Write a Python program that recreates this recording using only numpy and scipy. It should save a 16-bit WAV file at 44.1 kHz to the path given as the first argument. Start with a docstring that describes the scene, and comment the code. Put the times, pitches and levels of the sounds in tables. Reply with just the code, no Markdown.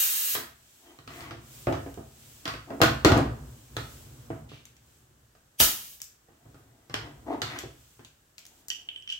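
"""A blow gun hisses and shuts, then is laid down with its coiled air hose on a wooden workbench.
Each knock is a low thump, a woody ring and a metal clack; the hose rumbles, scrapes and squeaks.
A brass quick coupler is pulled apart with a burst of turbulent air, then the gun is dragged up and
its steel plug rattles into the coupler. A faint hiss swells and sinks; the workshop is small and live."""
import sys
import numpy as np
from scipy import signal
from scipy.fft import rfft, irfft, next_fast_len
from scipy.io import wavfile
from scipy.ndimage import uniform_filter1d

SR = 44100
rng = np.random.default_rng(int(sys.argv[2]) if len(sys.argv) > 2 else 0)


def transcribe(signal):
    """Save signal, clipped to [-1, 1], as a 16-bit WAV file at the path in sys.argv[1]."""
    frames = np.atleast_2d(signal).T
    limited = np.clip(frames, -1, 1)
    pcm = np.round(limited * 32767).astype(np.int16)
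    wavfile.write(sys.argv[1], SR, pcm)


N = 405279
TIME = np.arange(N) / SR
AGE = np.arange(SR * 3 // 4) / SR  # seconds since a hit

# knocks of gun, hose and fittings, including the valve shutting and the coupler popping open:
# start_s, level_db, weight_db, hardness_db
# weight lifts the thump; hardness lifts the clack, and the tick and snap twice as far
KNOCK_HITS = [(0.351, -34.5, -11, 3.5), (0.988, -54, 2, 1.5), (1.076, -45.5, -1.5, 1.5),
              (1.207, -48.5, 4, 2.5), (1.309, -40.5, -3, -1.5), (1.67, -20.5, -6.5, -11.5),
              (1.726, -32.5, -1, -3), (1.862, -33.5, -15, -17), (1.975, -36, -4, -20.5),
              (2.455, -35.5, -17, 2), (2.478, -38.5, -0.5, 3.5), (2.538, -40.5, -0.5, 0),
              (2.704, -32, -9.5, -11.5), (2.804, -23.5, -20, -13), (2.816, -13, -6, -1.5),
              (2.834, -35, -9, 7.5), (3.048, -10.5, -6.5, -6), (3.058, -16, -11, -10.5),
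              (3.119, -22, 6, -1.5), (3.169, -19.5, -10, -7.5), (3.767, -33.5, 0.5, 1),
              (4.303, -29.5, -7, -15.5), (4.517, -46.5, -4.5, -6.5), (5.351, -61, -2, -1.5),
              (5.602, -27.5, -15.5, 4), (6.285, -57, -4, -8), (6.455, -54, 3.5, -17.5),
              (6.544, -52, 2, -5.5), (6.897, -46.5, 1, -1), (6.941, -34, -8, 2), (7.418, -35.5, -3.5, 4.5),
              (7.587, -55.5, 0.5, 9), (7.637, -36, -6.5, -25), (7.993, -49.5, -3, -6)]
# the bright snap on top of a knock or click: freq_hz, level_db
SNAP_SPECTRUM = [(5000, -34), (8000, -3), (10800, -4), (12800, 3.5), (16000, -5.5)]


def amp(db):
    """Decibels to gain."""
    return 10 ** (np.asarray(db) / 20)


def unit(x):
    """Scale to rms 1."""
    return x / np.sqrt(np.mean(x ** 2) + 1e-20)


def struck(x, size=900):
    """Scale a hit so that its first size samples have rms 1."""
    return x / np.sqrt(np.mean(x[..., :size] ** 2))


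def placed(x, pan_db):
    """Pan a stereo sound: positive is left, negative is right."""
    return x * amp([[pan_db / 2], [-pan_db / 2]])


def add(track, start_s, sound):
    """Mix a sound into a stereo track."""
    start = max(round(start_s * SR), 0)
    track[:, start:start + sound.shape[-1]] += sound[..., :N - start]


def along(points, hz):
    """Read a curve of (freq_hz, value) points on a log frequency axis."""
    freqs, values = np.transpose(points)
    return np.interp(np.log(hz + 1), np.log(freqs + 1), values)


def filtered(x, response):
    """EQ x with a gain given as a function of frequency."""
    padded = next_fast_len(x.shape[-1] + SR // 10)
    gain = response(np.fft.rfftfreq(padded, 1 / SR))
    return irfft(rfft(x, padded) * gain, padded)[..., :x.shape[-1]]


def colour(x, spectrum):
    """Minimum-phase EQ through (freq_hz, level_db) points, returned at rms 1."""
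    size = x.shape[-1]
    padded = 2 * next_fast_len(size // 2 + SR // 10)
    gain = amp(along(spectrum, np.fft.rfftfreq(padded, 1 / SR)))
    cepstrum = irfft(np.log(gain))
    cepstrum[1:padded // 2] *= 2  # folded forward, so nothing rings ahead of a hit
    cepstrum[padded // 2 + 1:] = 0
    return unit(irfft(rfft(x, padded) * np.exp(rfft(cepstrum)), padded)[..., :size])


def fade(t60_s):
    """Free decay after a hit."""
    return 10 ** (-3 * AGE / t60_s)


def stroke(start_s, length_s, attack_s, release_s):
    """Envelope of one movement: it builds, holds and dies away."""
    age = TIME - start_s
    return np.clip(age / attack_s, 0, 1) * np.exp(-np.maximum(age - length_s, 0) / release_s)


def dying(start_s, db, db_per_s):
    """Envelope that jumps to db and falls at a steady rate."""
    age = TIME - start_s
    return (age >= 0) * amp(db - db_per_s * np.abs(age))


def ring(modes, scatter_db):
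    """A body struck at a new spot: each mode gets a new strength and sign."""
    out = np.zeros(len(AGE))
    for hz, db, t60_s in modes:
        strength = rng.choice([-1, 1]) * amp(db + scatter_db * rng.standard_normal())
        out += strength * fade(t60_s) * np.sin(2 * np.pi * hz * AGE)
    return out


def burst(spectrum, t60_s, chatter_db):
    """One sharp contact and the chatter after it, coloured by the struck body."""
    chatter = rng.standard_normal(len(AGE)) * fade(t60_s)
    force = amp(chatter_db) * chatter / np.linalg.norm(chatter)
    force[0] += 1
    return colour(force, spectrum)


def slips(per_s, spread_db):
    """Stick-slip friction: tiny pushes of uneven size at random moments."""
    pushes = (rng.random(N) < per_s / SR) * rng.choice([-1, 1], N)
    return pushes * amp(spread_db * rng.standard_normal(N))


def diffuse(size):
    """White stereo noise from all sides: centred in the bass, wide in the treble."""
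    # how alike left and right are in the room: freq_hz, correlation
    likeness = [(60, 0.98), (140, 0.97), (290, 0.9), (640, 0), (1400, 0), (5000, 0.017)]

    def mid_side_gains(hz):
        angle = np.arccos(np.clip(along(likeness, hz), -1, 1)) / 2
        return np.array([np.cos(angle), np.sin(angle)])

    mid, side = filtered(rng.standard_normal((2, size)), mid_side_gains)
    return np.array([mid + side, mid - side])


def workshop(x, wet_db, right_lag_samples=8):
    """Mono to stereo: the direct sound, the bounce off the bench and the room's dense tail."""
    # the room's reverb time: freq_hz, t60_s
    decay_times = [(100, 0.28), (300, 0.31), (700, 0.38), (1800, 0.41), (5000, 0.36), (9000, 0.33),
                   (15000, 0.32)]
    hz, t, bands = signal.stft(diffuse(len(AGE)), SR, nperseg=256)
    decay = amp(-60 * t / along(decay_times, hz)[:, None])
    tail = signal.istft(bands * decay, SR, nperseg=256)[1][:, :len(AGE)]
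    tail *= 1 + 2.2 * np.exp(-AGE / 0.0011)  # the bench bounce
    paths = amp(wet_db) * tail / np.linalg.norm(tail[0])
    paths[0, 0] += 1
    paths[1, right_lag_samples] += 1
    return signal.fftconvolve(x[None], paths, axes=1)[:, :len(x)]


def room_tone_and_hiss():
    """A faint hiss swells and sinks, brighter when louder, over the rumble of the still room."""
    # hiss swells: peak_s, half_length_s, level_db
    hiss_swells = [(0.778, 0.28, -58.5), (1.19, 0.1, -52), (1.586, 0.16, -50.5), (1.867, 0.24, -56),
                   (2.32, 0.25, -53.5), (2.884, 0.3, -57), (3.548, 0.36, -57.5), (3.93, 0.19, -52.5),
                   (4.2, 0.25, -58), (4.933, 0.14, -64), (6.55, 0.13, -67), (7.28, 0.44, -64.5),
                   (7.85, 0.24, -60.5), (8.58, 0.08, -61.5)]
    # the hiss: freq_hz, level_db
    hiss_spectrum = [(200, -3), (600, -1.5), (2000, -1), (3100, 3.5), (4500, 0), (8200, 5.5), (9000, -2.5),
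                     (16000, 0.5)]
    # the still room: freq_hz, level_db
    room_spectrum = [(15, -36), (25, -6), (70, -7), (153, -14), (714, -18.5), (962, -21.5), (1650, -18),
                     (2220, -28.5), (8140, -35.5), (16000, -39.5)]
    bright_spectrum = [(1000, -11), (3000, -5.5), (8000, 0), (9500, -3), (14000, 1.5)]
    bright_db = -48.5  # a swell this loud is half bright hiss
    swells = (amp(db) * np.exp(-((TIME - peak_s) / half_s) ** 2) for peak_s, half_s, db in hiss_swells)
    envelope = np.sqrt(sum(swell ** 2 for swell in swells))
    hiss = np.hypot(envelope, amp(-67.5)) * colour(diffuse(N), hiss_spectrum)
    bright_hiss = envelope ** 2 / amp(bright_db) * colour(diffuse(N), bright_spectrum)
    return hiss + bright_hiss + amp(-68) * colour(diffuse(N), room_spectrum)


def coil_rumble():
    """The springy coil rumbles on the bench while it is moved, and swings on after every knock."""
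    # hands moving the hose: start_s, length_s, level_db
    moves = [(1.03, 0.87, -53.5), (2.115, 0.6, -59), (3.422, 0.12, -66), (3.663, 0.81, -51.5),
             (4.5, 0.73, -65), (6.397, 0.33, -62), (6.9, 0.65, -52.5)]
    # the coil on the bench: freq_hz, level_db
    rumble_spectrum = [(25, -28), (45, -13), (62, 2), (72, 0.5), (82, -13.5), (115, 4.5), (150, -1.5),
                       (185, -24.5), (225, -6.5), (290, -12), (400, -14.5), (700, -20.5), (1500, -25.5),
                       (4000, -53)]
    swing_db, swing_fall_db_per_s, rest_db = -13.5, 53.5, -75
    jolts = np.zeros(N)
    for start_s, db, weight_db, _ in KNOCK_HITS:
        jolts[round(start_s * SR)] = amp(db + weight_db + swing_db) ** 2
    swing_power = signal.lfilter([1], [1, -amp(-swing_fall_db_per_s / SR) ** 2], jolts)
    move_power = sum((amp(db) * stroke(start_s, length_s, attack_s=0.068, release_s=0.1)) ** 2
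                     for start_s, length_s, db in moves)
    return np.sqrt(swing_power + move_power + amp(rest_db) ** 2) * colour(diffuse(N), rumble_spectrum)


def squeaks():
    """Rubbing hose and metal sing thin, wavering tones that sag as the rub slows."""
    # squeaking rubs: start_s, length_s, pitch_hz, level_db
    rubs = [(0.855, 0.021, 3150, -64), (1.243, 0.027, 1120, -51.5), (8.934, 0.062, 8220, -69.5)]
    sag_per_s, waver_depth = 0.48, 0.009  # shares of the pitch
    out = np.zeros(N)
    for start_s, length_s, hz, db in rubs:
        waver = waver_depth * unit(uniform_filter1d(rng.standard_normal(N), size=100))
        pitch_hz = hz * (np.exp(-sag_per_s * np.maximum(TIME - start_s, 0)) + waver)
        envelope = amp(db) * stroke(start_s, length_s, attack_s=0.017, release_s=0.01)
        out += envelope * np.sin(2 * np.pi * np.cumsum(pitch_hz) / SR)
    return workshop(out, wet_db=7)


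def sliding():
    """Hose and gun judder over the boards, and their hard edges scrape."""
    # drags across the wood: start_s, length_s, judder_db, scrape_db
    drags = [(0.802, 0.14, -52, -61), (1.067, 0.27, -46.5, -44.5), (2.403, 0.03, -57, -60),
             (2.442, 0.05, -53, -33), (2.668, 0.05, -32, -56), (3.052, 0.13, -21, -37),
             (6.253, 0.99, -63.5, -73), (6.969, 0.11, -44, -54), (7.255, 0.084, -25, -45),
             (7.446, 0.13, -42, -36), (8.396, 0.57, -64.5, -79)]
    judder_spectrum = [(120, -31), (200, -14.5), (280, -0.5), (420, -6), (560, -10), (680, -4),
                       (1000, -15.5), (2500, -37), (5000, -57)]
    scrape_spectrum = [(600, -18), (1200, -0.5), (2000, 1.5), (3500, -6), (7000, -20.5), (12000, -26)]
    judder = colour(slips(per_s=630, spread_db=2.5), judder_spectrum)
    scrape = colour(slips(per_s=5300, spread_db=9), scrape_spectrum)
    out = np.zeros(N)
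    for start_s, length_s, judder_db, scrape_db in drags:
        envelope = stroke(start_s, length_s, attack_s=0.051, release_s=0.028)
        out += envelope * (amp(judder_db) * judder + amp(scrape_db) * scrape)
    return amp(-10) * workshop(out, wet_db=3.5)


def plug_and_socket():
    """The hollow steel plug rings on the brass socket; pulling the sleeve and pushing the plug grind."""
    # the plug touching the socket: start_s, plug_db, sleeve_db
    clinks = [(5.6096, -24, -20.5), (6.942, -32, -35), (8.7023, -31, -23.5), (8.7151, -36, -45),
              (8.8884, -33, -55), (8.961, -38.5, -56), (8.976, -51.5, -61), (9.0238, -48.5, -52.5),
              (9.0758, -40, -45), (9.0915, -39, -42), (9.1, -35.5, -48.5), (9.124, -32.5, -38.5)]
    # the plug's ring: pitch_hz, level_db, t60_s
    plug_modes = [(1910, -15, 0.15), (2900, -5, 0.11), (3030, -11, 0.086), (3120, -5, 0.17),
                  (3280, -1, 0.14), (3070, -7.5, 0.13)]
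    # contact with the socket: freq_hz, level_db
    socket_spectrum = [(700, -40.5), (1400, -27.5), (1580, -19), (2100, -20), (2750, -4.5), (3050, 9),
                       (3350, -9.5), (4000, -20.5), (6000, -46.5)]
    # the coupler's brighter sleeve: freq_hz, level_db
    sleeve_spectrum = [(2500, -41.5), (4300, -5.5), (4820, -3.5), (5200, -3), (5700, 4), (6500, -6),
                       (7400, -5), (8500, -16.5), (12000, -24)]
    pull_spectrum = [(1200, -11.5), (3000, 3), (4500, -6), (6500, -10), (10000, -19.5)]
    out = np.zeros((2, N))
    for start_s, plug_db, sleeve_db in clinks:
        steel = amp(-9.5) * struck(ring(plug_modes, scatter_db=6.5))
        steel += struck(burst(socket_spectrum, t60_s=0.015, chatter_db=-7.5))
        plug = amp(plug_db - 2) * struck(workshop(steel, wet_db=-2.5))
        brass = burst(sleeve_spectrum, t60_s=0.013, chatter_db=2.5)
        sleeve = amp(sleeve_db - 11.5) * struck(workshop(brass, wet_db=-2.5))
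        add(out, start_s, placed(plug + sleeve, pan_db=-2.5))
    rub = slips(per_s=400, spread_db=6)
    push_grit = colour(rub, socket_spectrum) + amp(-11) * colour(rub, sleeve_spectrum)
    pull_grit = colour(slips(per_s=1800, spread_db=5.5), pull_spectrum)
    sleeve_pull = amp(-58) * stroke(start_s=4.485, length_s=0.0444, attack_s=0.0059, release_s=0.055)
    plug_push = amp(-43.5) * stroke(start_s=9.08, length_s=0.053, attack_s=0.034, release_s=0.016)
    return out + workshop(sleeve_pull * pull_grit + plug_push * push_grit, wet_db=4.5)


def metal_clicks():
    """Sprung sleeve, locking balls and trigger snap on metal; bright clicks trade tick for snap."""
    # small parts in the coupler and gun: start_s, level_db, brightness_db
    clicks = [(1.942, -49.5, 4), (2.48, -40, 6), (2.8165, -23, 18), (2.826, -33, 16), (2.857, -41, 16),
              (3.048, -19.5, -5), (3.177, -36.5, 14), (3.768, -37.5, 5), (4.6543, -46, 2.5),
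              (4.767, -57.5, -0.5), (6.003, -48.5, 1), (6.0175, -33, 13), (6.0291, -47, 14),
              (6.042, -48, 13), (6.124, -64, 1), (7.4185, -36, -3), (7.589, -34, 5), (8.0485, -48, -3),
              (8.3817, -44.5, -2), (8.3914, -49, 12), (8.4533, -48, 2), (8.4654, -47.5, 13.5),
              (8.684, -36, 14)]
    # the dull part of a click: freq_hz, level_db
    tick_spectrum = [(600, -14), (1500, -8.5), (3000, -0.5), (4500, -4), (7000, -25)]
    # the bright part of a click: freq_hz, level_db
    sleeve_spectrum = [(3000, -30.5), (5000, -5.5), (6000, -1), (7400, 0), (8600, -10.5), (12000, -27.5)]
    out = np.zeros((2, N))
    for start_s, db, bright_db in clicks:
        tick = burst(tick_spectrum, t60_s=0.012, chatter_db=-8)
        sleeve = burst(sleeve_spectrum, t60_s=0.01, chatter_db=-2)
        snap = burst(SNAP_SPECTRUM, t60_s=0.008, chatter_db=-2)
        click = (amp(-bright_db - 8) * struck(workshop(tick, wet_db=3))
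                 + amp(-7.5) * struck(workshop(sleeve, wet_db=-1))
                 + amp(0.35 * bright_db - 14.5) * struck(workshop(snap, wet_db=1)))
        add(out, start_s, amp(db) * placed(click, pan_db=1))
    return out


def air_jets():
    """Turbulent jets: the gun's nozzle until its valve shuts, then the hose emptying at the coupler."""
    # air through the nozzle: freq_hz, level_db
    jet_spectrum = [(100, -55), (210, -35), (380, -21.5), (910, -19.5), (2750, -8), (4770, -7.5),
                    (8300, -2.5), (9200, -5.5), (13500, 0), (16000, -0.5)]
    # air through the open coupler: freq_hz, level_db
    vent_spectrum = [(100, -9), (450, -12.5), (1270, -16), (1950, -10), (3140, -2), (4200, -4), (6200, 0.5),
                     (9200, -3), (12500, 2), (16000, 1.5)]
    settle_s, shut_s = 0.042, 0.35
    vent_s, rise_s, empty_s = 5.602, 0.004, 5.94
    valve = np.clip((shut_s - TIME) / 0.0028, 0, 1)
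    surge_db = 9 * np.exp(-TIME / settle_s)
    jet = valve * amp(surge_db - 32.5) * colour(rng.standard_normal(N), jet_spectrum)
    # the coupler lets go one big rush, and the rest drains from the coil
    blast_db = -16.5
    opening = (TIME < vent_s) * amp(blast_db) * np.exp(-np.abs(TIME - vent_s) / rise_s)
    blast = dying(vent_s, blast_db, db_per_s=267)
    leak = dying(vent_s, db=-38, db_per_s=51) * stroke(vent_s, empty_s - vent_s, rise_s, release_s=0.022)
    vent = (opening + np.hypot(blast, leak)) * colour(rng.standard_normal(N), vent_spectrum)
    out = workshop(jet, wet_db=6.5, right_lag_samples=22) + workshop(vent, wet_db=7, right_lag_samples=15)
    # the freed air pushes a low puff against each microphone port
    puff_spectrum = [(20, -18), (45, 4.5), (85, -5), (140, -6), (400, -37)]
    puff = colour(rng.standard_normal((2, len(AGE))), puff_spectrum)
    swell = np.exp(-((AGE - 0.035) / 0.024) ** 2)
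    add(out, 5.597, amp(-31.5) * unit(puff + puff.mean(axis=0)) * swell)
    return out


def knocks():
    """Each knock layers a frame thump, a woody ring and rattling metal; harder ones are brighter."""
    # the bench frame: pitch_hz, level_db, t60_s
    frame_modes = [(58.7, -13.5, 1), (75, -8.5, 1), (97.4, -6, .5), (110.3, 4, 0.3), (130.25, -4, .45),
                   (151.8, -1, 0.36)]
    # the wooden top: pitch_hz, level_db, t60_s
    board_modes = [(224, -11.5, 0.62), (277.2, -3.5, 0.26), (331.5, -1, 0.16), (345, -6.5, 0.23),
                   (428, -2, 0.091), (492, -4.5, 0.085), (660.4, -5.5, 0.32), (725, -3, 0.081),
                   (816, -3, 0.1)]
    # the gun's body: pitch_hz, level_db, t60_s
    gun_modes = [(1033, -2.5, 0.15), (1330, -4, 0.12), (1290, -7, 0.17), (1413, 3.5, 0.087),
                 (1483, -3, 0.14), (1550, -4, 0.08), (1894, -3, 0.14)]
    # its steel nozzle and trigger: pitch_hz, level_db, t60_s
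    nozzle_modes = [(2860, -6, 0.25), (3400, -2.5, 0.15), (3480, -3, 0.3), (3850, -2, 0.23),
                    (4350, -0.5, 0.17), (4540, 0.5, 0.21), (5120, -5.5, 0.22), (6255, -8, 0.2)]
    # the body's midrange clack: freq_hz, level_db
    clack_spectrum = [(400, -28.5), (800, -5.5), (1030, -3), (1130, 2), (1260, 2.5), (1420, -5.5),
                      (1600, -1.5), (2200, -8.5), (3000, -11.5), (6000, -54.5)]
    # the steel's high tick: freq_hz, level_db
    tick_spectrum = [(1200, -38), (2300, -2.5), (3400, 1.5), (3900, -1), (4400, 0), (5400, -3.5),
                     (6500, -9), (8000, -12.5), (10000, -23), (16000, -44.5)]
    wood_spectrum = [(120, -28), (280, 6), (800, -2), (1200, -16), (3000, -53.5)]
    out = np.zeros((2, N))
    for start_s, db, weight_db, hard_db in KNOCK_HITS:
        frame = ring(frame_modes, scatter_db=-0.5)
        thump = amp(weight_db - 4) * struck(workshop(frame, wet_db=-8.5))
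        wood = struck(ring(board_modes, scatter_db=4))
        wood += amp(2.5) * struck(burst(wood_spectrum, t60_s=0.15, chatter_db=0.5))
        board = amp(-4) * struck(workshop(wood, wet_db=1))
        body = amp(-6) * struck(ring(gun_modes, scatter_db=2.5))
        body += struck(burst(clack_spectrum, t60_s=0.046, chatter_db=-6))
        clack = amp(hard_db - 3) * struck(workshop(body, wet_db=13.5))
        steel = amp(-11) * struck(ring(nozzle_modes, scatter_db=4.5))
        steel += struck(burst(tick_spectrum, t60_s=0.019, chatter_db=-4))
        tick = amp(2 * hard_db - 6.5) * struck(workshop(steel, wet_db=7))
        contact = burst(SNAP_SPECTRUM, t60_s=0.012, chatter_db=5.5)
        snap = amp(2 * hard_db - 23) * struck(workshop(contact, wet_db=7.5))
        add(out, start_s, amp(db) * (thump + placed(board + clack, pan_db=-1.43) + tick + snap))
    return out


def scene():
    """Everything at the workbench, in stereo."""
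    handling = knocks() + metal_clicks() + plug_and_socket() + squeaks() + sliding()
    return handling + air_jets() + coil_rumble() + room_tone_and_hiss()


def record(dry):
    """The microphone sheds the deepest bass and rounds the hardest peaks; the recorder cuts the top."""
    low_hz, top_hz, ceiling = 48, 16000, 0.9
    low_cut = filtered(dry, lambda hz: hz ** 2 / (hz ** 2 - low_hz ** 2 - 1j * hz * low_hz))
    rounded = low_cut / (1 + (low_cut / ceiling) ** 4) ** (1 / 4)
    return filtered(rounded, lambda hz: 1 / (1 + (hz / top_hz) ** 160))


dry = scene()
out = record(dry)
transcribe(out)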